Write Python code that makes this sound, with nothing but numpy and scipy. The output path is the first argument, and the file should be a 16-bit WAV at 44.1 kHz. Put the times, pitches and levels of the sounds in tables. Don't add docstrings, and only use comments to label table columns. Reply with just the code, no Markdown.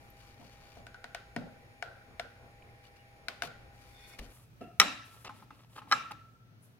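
import sys
import numpy as np
from scipy import signal
from scipy.fft import rfft, irfft, next_fast_len
from scipy.io import wavfile
from scipy.ndimage import map_coordinates

SR = 44100
rng = np.random.default_rng(int(sys.argv[2]) if len(sys.argv) > 2 else 0)


def store_wav(level_fs):
    pcm = np.round(np.clip(np.atleast_2d(level_fs), -1, 1) * 32767)
    wavfile.write(sys.argv[1], SR, pcm.T.astype(np.int16))


def invert_db(level):
    return 10 ** (np.asarray(level, dtype=float) / 20)


N = 299439
CUT_S = 4.327
TABLE_LAG_SAMPLES, LATHE_LAG_SAMPLES = -4, -3.5


def unit(x):
    return x / np.sqrt(np.mean(x ** 2) + 1e-20)


def along(points, hz):
    f, v = np.transpose(points)
    return np.interp(np.log(hz + 1), np.log(f + 1), v)


def wobble(rate_hz):
    knots = rng.standard_normal(int(N * rate_hz / SR) + 4)
    return map_coordinates(knots, [np.arange(N) * rate_hz / SR])


def at_table():
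    return np.arange(N) < CUT_S * SR


def filtered(x, response):
    n = x.shape[-1]
    m = next_fast_len(n + 8192)
    return irfft(rfft(x, m) * response(np.fft.rfftfreq(m, 1 / SR)), m)[..., :n]


def rush(spectrum):
    # hz, left_right_correlation
    alike = [(60, 1), (130, 0.74), (290, 0.6), (640, 0.52), (1410, -0.48), (3100, -.35), (6820, -0.1)]

    def mid_side(hz):
        angle = np.arccos(np.clip(along(alike, hz), -1, 0.92)) / 2
        return invert_db(along(spectrum, hz)) * [np.cos(angle), np.sin(angle)]

    mid, side = filtered(rng.standard_normal((2, N)), mid_side)
    return unit(np.array([mid + side, mid - side]))


def near(x):
    # hz, left_over_right_db
    table_left = [(60, 17), (180, 7), (550, 2.5), (1650, 2), (4970, 13.5), (15000, -13.5)]
    # hz, left_over_right_db
    lathe_left = [(60, 7), (180, 3.5), (550, 1), (1650, -0.5), (4970, 1), (15000, 12)]
    side = np.array([[1], [-1]]) / 2

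    def place(lag_samples, left):
        def response(hz):
            delay = np.exp(-2j * np.pi * hz * side * lag_samples / SR)
            return invert_db(side * along(left, hz)) * delay
        return filtered(x, response)

    table = place(TABLE_LAG_SAMPLES, table_left)
    lathe = place(LATHE_LAG_SAMPLES, lathe_left)
    return np.where(at_table(), table, lathe)


def cluster(bands, rise_s, shared):
    rattle_db, rattle_rate_hz = 3, 73
    hz, width_hz, db, t60_s = np.transpose(bands)[:, :, None, None]
    t = np.arange(SR) / SR
    common, left, right = rng.standard_normal((3, SR))
    source = shared * (1 + 400 / hz) * common + [left, right]
    narrow = filtered(source, lambda f: 1 / (1 + ((f - hz) / (width_hz / 2)) ** 4))
    narrow = narrow / narrow.std((1, 2), keepdims=True)
    knots = rng.standard_normal((len(bands), rattle_rate_hz + 2))
    rattle = np.array([np.interp(t * rattle_rate_hz, np.arange(len(k)), k) for k in knots])[:, None]
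    return narrow * invert_db(rattle_db * rattle + db - 60 * t / t60_s) * (1 - np.exp(-t / rise_s))


def tones(lines, waver_db, drift_rad):
    t = np.arange(N) / SR
    port_phase = np.array([[1], [-1]]) * np.pi * TABLE_LAG_SAMPLES / SR
    total = np.zeros((2, N))
    for hz, rms_db in lines:
        level = np.sqrt(2) * invert_db(rms_db + waver_db * wobble(8.8))
        drift = drift_rad * np.sqrt(hz / 800) * wobble(6.7)
        total += level * np.sin(2 * np.pi * hz * t + drift - port_phase * hz)
    return total


def whistle(hz, rms_db, left_db, wander_hz, rate_hz):
    phase = 2 * np.pi * np.cumsum(hz + wander_hz * wobble(rate_hz)) / SR
    balance_db = left_db * np.array([[0.5], [-0.5]])
    return np.sqrt(2) * invert_db(rms_db + 2.3 * wobble(8) + balance_db) * np.sin(phase)


def hum():
    # hz, rms_db
    hum_lines = [(119, -66.5), (247, -81.5)]
    return tones(hum_lines, waver_db=1.5, drift_rad=2.4)


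def rumble():
    # time_s, level_db
    levels = [
        [(0.0, -63), (2.95, -71.5), (3.6, -63.5), (4.1, -65.5)],
        [(4.4, -67), (6.32, -70), (6.79, -87)],
    ]
    # hz, level_db_per_hz
    colours = [(15, -5), (30, 0.5), (55, 15), (85, -10.5), (130, -46.5)], [(15, -40), (30, -13.5),
               (55, 6.5), (85, 3.5), (130, -29)]
    t = np.arange(N) / SR
    table, lathe = [invert_db(np.interp(t, *np.transpose(rows))) * rush(colour)
                    for rows, colour in zip(levels, colours)]
    return np.where(at_table(), table, lathe)


def table_air():
    # hz, level_db_per_hz
    air_colour = [(60, -12), (90, -4), (130, -8.5), (160, -12.5), (250, -15), (700, -16.5), (1150, -22.5),
                  (2350, -18.5), (3000, -28.5), (5500, -32), (7300, -44), (9600, -36), (15800, -42.5)]
    # hz, rms_db
    whine_lines = [(500, -75.5), (646, -77), (807, -67.5), (1846, -80), (2353, -77.5)]
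    steady = invert_db(-59.5) * rush(air_colour)
    low = filtered(steady, lambda hz: hz < 1480)
    swell = (invert_db(2.0 * wobble(11)) - 1) * low
    whine = tones(whine_lines, waver_db=1.04, drift_rad=0.13)
    return steady + swell + whine + whistle(6745, rms_db=-86.5, left_db=4.5, wander_hz=33.5, rate_hz=6)


def lathe_air():
    # hz, level_db_per_hz
    air_colour = [(53, -69), (90, -22), (102, -5.5), (124, -8), (289, -23.5), (476, -26.5), (1180, -35),
                  (1290, -29.5), (1670, -33.5), (6370, -44.5), (7250, -55), (10900, -52), (15800, -47)]
    fade_db_per_s = 4
    after_cut_s = np.arange(N) / SR - CUT_S
    blur = whistle(2480, rms_db=-82, left_db=0, wander_hz=160, rate_hz=400)
    return invert_db(-61 + 1.5 * wobble(6.3)) * rush(air_colour) + blur * invert_db(-fade_db_per_s * after_cut_s)


def rubs():
    # start_s, length_s, scrape_db, skin_hiss_db
    strokes = [(-.05, 0.31, -70.5, -75), (0.165, 0.21, -63.5, -77), (0.365, 0.26, -63, -84),
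               (0.591, 0.25, -65.5, -87), (2.83, 0.067, -64, -89), (2.959, 0.027, -63.5, -90),
               (3.42, 0.064, -47, -61), (3.725, 0.67, -65.5, -69.5), (4.072, 0.086, -68, -70),
               (4.186, 0.016, -49.5, -60), (4.214, 0.065, -63, -78), (4.299, 0.19, -69, -66.5),
               (4.606, 0.046, -60, -70), (5.038, 0.24, -63, -62), (5.245, 0.029, -47.5, -67),
               (5.269, 0.019, -47.5, -75), (5.335, 0.12, -62, -68), (5.522, 0.16, -67, -75.5),
               (5.691, 0.13, -66.5, -69), (5.754, 0.056, -53.5, -72), (5.879, 0.058, -59, -66),
               (6.112, 0.013, -44.5, -57.5), (6.595, 0.2, -79.5, -72.5)]
    # hz, width_hz, level_db
    sheet_peaks = [(606, 2730, 5), (1550, 520, 11.5), (2345, 180, 8), (2900, 410, 10), (3680, 850, 0.5),
                   (4560, 290, 8.5), (5860, 1500, -2), (6580, 1700, -24)]
    # hz, width_hz, level_db
    grip_peaks = [(885, 1500, 4), (1330, 150, 7.5), (2700, 590, -10), (5760, 570, -13)]
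    # hz, level_db_per_hz
    skin_colour = [(5000, -11), (7500, -5), (9000, -6), (9800, 1), (10700, -4), (11800, 0), (12700, -8.5),
                   (14400, -10), (15800, -9)]
    grip_top_hz = 7040
    start_s, length_s, scrape_db, hiss_db = np.transpose(strokes)
    progress = np.clip((np.arange(N)[:, None] / SR - start_s) / length_s, 0, 1)
    pressure = np.sin(np.pi * progress ** 0.7) ** 0.7
    grit = rng.standard_normal(N) * invert_db(1.0 * wobble(9.1) + 0.72 * wobble(40) + 3.2 * wobble(300))

    def body(peaks):
        def response(f):
            total = 0
            for k, (hz, width_hz, db) in enumerate(peaks):
                damping = 1j * f * width_hz
                total = total + (-1) ** k * invert_db(db) * damping / (hz * hz - f * f + damping)
            return total
        return unit(filtered(grit, response))

    grip = filtered(body(grip_peaks), lambda hz: 1 / (1 + (hz / grip_top_hz) ** 6))
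    wood = np.where(at_table(), body(sheet_peaks), grip)
    scrape = near(pressure @ invert_db(scrape_db) * wood)
    hiss = pressure @ invert_db(hiss_db) * invert_db(2.1 * wobble(34)) * rush(skin_colour)
    return scrape + hiss


def chirps():
    # start_s, start_hz, peak_db
    glides = [(6.619, 9600, -65.5), (6.652, 12650, -79)]
    length_s, glide_hz_per_s = 0.029, 14900
    start_s, hz, db = np.transpose(glides)[:, :, None]
    t = np.clip(np.arange(N) / SR - start_s, 0, length_s)
    swell = np.sin(np.pi * t / length_s)
    phase = 2 * np.pi * (hz * t + glide_hz_per_s * t ** 2 / 2)
    return near(np.sum(invert_db(db) * swell * np.sin(phase), 0))


def drag():
    # hz, width_hz, level_db
    drag_bands = [(1510, 140, -67.5), (1900, 150, -67), (2170, 150, -63), (2450, 120, -64.5),
                  (3530, 260, -60.5), (4480, 500, -65.5), (5430, 440, -67.5)]
    # hz, width_hz, level_db, t60_s
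    drop_bands = [(40, 28, -53.5, 1), (100, 120, -52, 0.39), (353, 490, -53.5, 0.45)]
    start_s, length_s, drop_s = 3.87, 0.29, 4.192
    song, thud = np.zeros((2, 2, N))
    undying = [(*band, np.inf) for band in drag_bands]
    song[:, round(start_s * SR):][:, :SR] = cluster(undying, rise_s=0.18, shared=0.42).sum(0)
    thud[:, round(drop_s * SR):][:, :SR] = cluster(drop_bands, rise_s=0.0028, shared=1.7).sum(0)
    progress = np.clip((np.arange(N) / SR - start_s) / length_s, 0, 1)
    pressure = np.sin(np.pi * progress ** 1.4) ** 0.2
    return song * pressure * invert_db(1.9 * wobble(31)) + thud * at_table()


def squeaks():
    # start_s, hz, level_db, t60_s
    slips = [(0.102, 12400, -46, 0.018), (2.622, 2470, -42, 0.014), (2.689, 1910, -51, .02),
             (2.848, 2900, -54, .06), (2.963, 2700, -50, 0.022), (2.987, 2855, -50, .09),
             (4.132, 2180, -48, 0.084), (4.134, 2450, -50, .07), (4.134, 1900, -55, .06),
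             (5.251, 2700, -42, .04), (5.274, 2700, -42, 0.044), (5.426, 2700, -56, .04),
             (5.519, 2700, -48.5, .05), (5.789, 2800, -40.5, 0.018)]
    width_times_t60 = 12.6
    x = np.zeros((2, N + SR))
    for start_s, hz, db, t60_s in slips:
        band = (hz, width_times_t60 / t60_s, db, t60_s)
        x[:, round(start_s * SR):][:, :SR] += cluster([band], rise_s=0.17 * t60_s, shared=2.9)[0]
    return x[:, :N]


def bed_bump():
    # start_s, level_db
    bumps = [(4.609, -41)]
    # hz, width_hz, level_db, t60_s
    bed_bands = [(225, 130, -5, 0.26), (400, 280, -9.5, 0.35), (695.5, 90, -5.5, 0.45),
                 (1320, 130, -20, 0.79), (1742, 300, -24.5, 0.17), (2000, 2000, -22, .5),
                 (2730, 170, -16, 0.33)]
    x = np.zeros((2, N + SR))
    for start_s, db in bumps:
        x[:, round(start_s * SR):][:, :SR] += invert_db(db) * cluster(bed_bands, rise_s=0.00077, shared=1.2).sum(0)
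    return x[:, :N]


def ring(modes, rise_s, sustain):
    hz, db, t60_s = np.transpose(modes)[:, :, None]
    t = np.arange(SR // 2) / SR
    level_luck, phase_luck, pitch_luck = rng.standard_normal((3, len(modes), 1))
    hz = hz * (1 + 0.04 * pitch_luck * (hz > 1600))
    level = invert_db(db + 2.5 * level_luck - 60 * t / (t60_s * sustain))
    return level * np.sin(2 * np.pi * hz * t + 0.5 * phase_luck) * (1 - np.exp(-t / rise_s))


def tail(colour, shared):
    # hz, t60_s
    room_decay = [(200, 0.11), (700, 0.52), (1500, 0.45), (4000, 0.63), (8000, 0.58), (14000, 0.33)]
    common, left, right = rng.standard_normal((3, SR))
    hz, t, z = signal.stft([shared * common + left, shared * common + right], SR, nperseg=256)
    late = invert_db(-60 * t / along(room_decay, hz)[:, None])
    early = invert_db(3.0 - 60 * t / 0.086)
    z = z * invert_db(along(colour, hz)[:, None]) * (late + early)
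    x = signal.istft(z, SR, nperseg=256)[1][:, :SR]
    return x / x[:, :SR // 20].std() * (1 - np.exp(-np.arange(SR) / SR / 0.00075))


def crack(level_db, edge_hz, t60_s):
    t = np.arange(SR // 2) / SR
    noise = rng.standard_normal((3, len(t)))
    bright = filtered(noise, lambda hz: (hz > 1800) / (1 + (hz / edge_hz) ** 4))
    return bright * invert_db(level_db - 60 * t / t60_s)


def knocks(events, modes, frame, colour, middle, edge, room_db, crack_t60_s, shared):
    firm_db = -28.5
    dry, wet = np.zeros(N + SR), np.zeros((2, N + SR))

    def group(table):
        return np.digitize(np.array(table)[:, 0], [550, 1100, 1620, 3400])

    for start_s, strength_db, hard_db, weight_db in events:
        at = round(start_s * SR)
        crack_db = strength_db + hard_db
        middle_db = middle[0] + middle[1] * hard_db - middle[2] * weight_db
        upper_db = -3.5 + 0.63 * hard_db
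        top_db = hard_db - 7
        force = invert_db(strength_db + np.array([weight_db, 0, middle_db, upper_db, top_db]))

        rise_s = 0.0014 * invert_db(-0.25 * hard_db)
        sustain = invert_db(0.15 * min(strength_db - firm_db, 0))
        splinter = crack(crack_db, edge[0] * invert_db(edge[1] * hard_db), crack_t60_s)
        half = slice(at, at + SR // 2)
        dry[half] += force[group(modes)] @ ring(modes, rise_s, sustain) + 0.25 * splinter[0]
        wet[:, half] += 0.38 * splinter[1:]

        answer = np.hypot(invert_db(crack_db - room_db[0]), invert_db(strength_db - room_db[1]))
        frame_ring = cluster(frame, rise_s=0.00091, shared=0.46)
        wet[:, at:at + SR] += answer * tail(colour, shared)
        wet[:, at:at + SR] += np.tensordot(force[group(frame)], frame_ring, 1)
    return filtered(near(dry[:N]) + wet[:, :N], lambda hz: 1 / (1 + (110 / (hz + 1)) ** 4))


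def chuck_knocks():
    # start_s, strength_db, hardness_db (crack over strength), weight_db (thud over strength)
    seats = [(4.7991, -26, 27, -11), (4.8151, -29, 18, -8.5), (5.248, -51.5, 18, -2.5),
             (5.2923, -37, -16.5, -15.5), (5.4216, -47.5, -27, -11), (5.5051, -45, -7, -13),
             (5.7603, -50, -7, -8.5), (5.779, -42, -10.5, -24), (5.8176, -44.5, -16.5, -7.5),
             (5.8724, -52.5, -5, 1.5), (5.9133, -27.5, 10, -19), (5.9229, -27.5, 16, -19),
             (5.9281, -28.5, 8.5, -39.5), (6.1081, -40, -3.5, -12)]
    # hz, level_db, t60_s
    chuck_modes = [(184, 2, 0.07), (249, -5.5, 0.041), (850, 0, 0.061), (1050, -1.5, 0.076),
                   (1254, 4, 0.045), (1334, 0, .04), (1618, -4, 0.043), (1995, 1, 0.028), (2377, 5, 0.016),
                   (3087, 1, .02), (4000, 1.5, 0.019), (5385, -6, 0.04), (7540, -24, 0.026)]
    # hz, width_hz, level_db, t60_s
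    frame_bands = [(250, 140, -7.5, 0.55), (840, 150, -19.5, 0.31), (1240, 350, -25, 0.5),
                   (1335, 60, -31, 1.1), (1744, 400, -29, 0.64), (2570, 740, -24, 0.55),
                   (3830, 350, -33, 0.5), (5495, 1500, -34, 0.47), (7410, 600, -36.5, 0.3)]
    # hz, level_db_per_hz
    tail_colour = [(90, -60.5), (200, -14), (500, 0.5), (1000, -0.5), (2000, -0.5), (4000, -7.5),
                   (6000, -16), (8000, -21), (12000, -20), (15800, -45)]
    return knocks(seats, chuck_modes, frame_bands, tail_colour, middle=(-0.54, 0.23, 0.26),
                  edge=(4620, 0.25), room_db=(32, 21), crack_t60_s=0.018, shared=0.92)


def sheet_snaps():
    # start_s, strength_db, hardness_db (crack over strength), weight_db (thud over strength)
    snaps = [(0.395, -61, -7, 9), (0.413, -51, -2, -2.5), (0.4274, -46.5, -32, -8),
             (0.7684, -40.5, -19, -10.5), (0.8673, -46.5, 9.5, -24), (0.944, -43, 0, -35),
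             (1.0422, -38.5, 6, -18), (1.1472, -39, 13, -22), (1.3628, -29, 0, -5),
             (1.8248, -33.5, 5.5, -31), (2.1965, -34.5, 8.5, -23.5), (3.2837, -38.5, 17.5, -18.5),
             (3.4214, -34, 13, -23), (3.4339, -36.5, 0, -12), (4.1917, -53.5, 20.5, 0), (4.238, -56, -5, 1)]
    # hz, level_db, t60_s
    sheet_modes = [(265, 0, 0.081), (530, -5, 0.037), (694, 2, 0.047), (926, -1.5, 0.029), (1503, 0, 0.027),
                   (1794, 6, 0.017), (2190, 15, 0.0071), (2700, 4, 0.011), (3840, 8.5, 0.0053),
                   (5130, -14, 0.036)]
    # hz, width_hz, level_db, t60_s
    frame_bands = [(156, 110, -6.5, 0.41), (244.6, 43, -12.5, 0.64), (527, 670, -10.5, 0.24),
                   (610, 420, -21.5, 0.76), (1470, 280, -22.5, 0.62), (1890, 420, -30, 0.65)]
    # hz, level_db_per_hz
    tail_colour = [(180, -63), (300, -48), (423, -12), (559, -10), (763, -5), (814, -29.5), (1090, -2),
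                   (1350, -12), (1540, -27), (1910, -7), (4690, -16), (7060, -28), (15000, -35)]
    x = knocks(snaps, sheet_modes, frame_bands, tail_colour, middle=(-6, 0.35, 0.4),
               edge=(8000, 0.045), room_db=(27.5, 28), crack_t60_s=0.017, shared=0.2)
    return x * at_table()


def scene():
    background = np.where(at_table(), table_air(), lathe_air()) + rumble() + hum()
    handling = rubs() + drag() + squeaks()
    return background + handling + chirps() + bed_bump() + chuck_knocks() + sheet_snaps()


def band_limit(x):
    return signal.sosfilt(signal.butter(12, 16670, fs=SR, output="sos"), x)


def record(dry):
    left_db, ceiling, top_hz = 0.8, 0.92, 15830
    x = dry * invert_db([[left_db / 2], [-left_db / 2]])
    x = x / (1 + np.abs(x / ceiling) ** 6) ** (1 / 6)
    mix = filtered(x, lambda hz: hz < top_hz)
    return band_limit(mix)


dry = scene()
out = record(dry)
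store_wav(out)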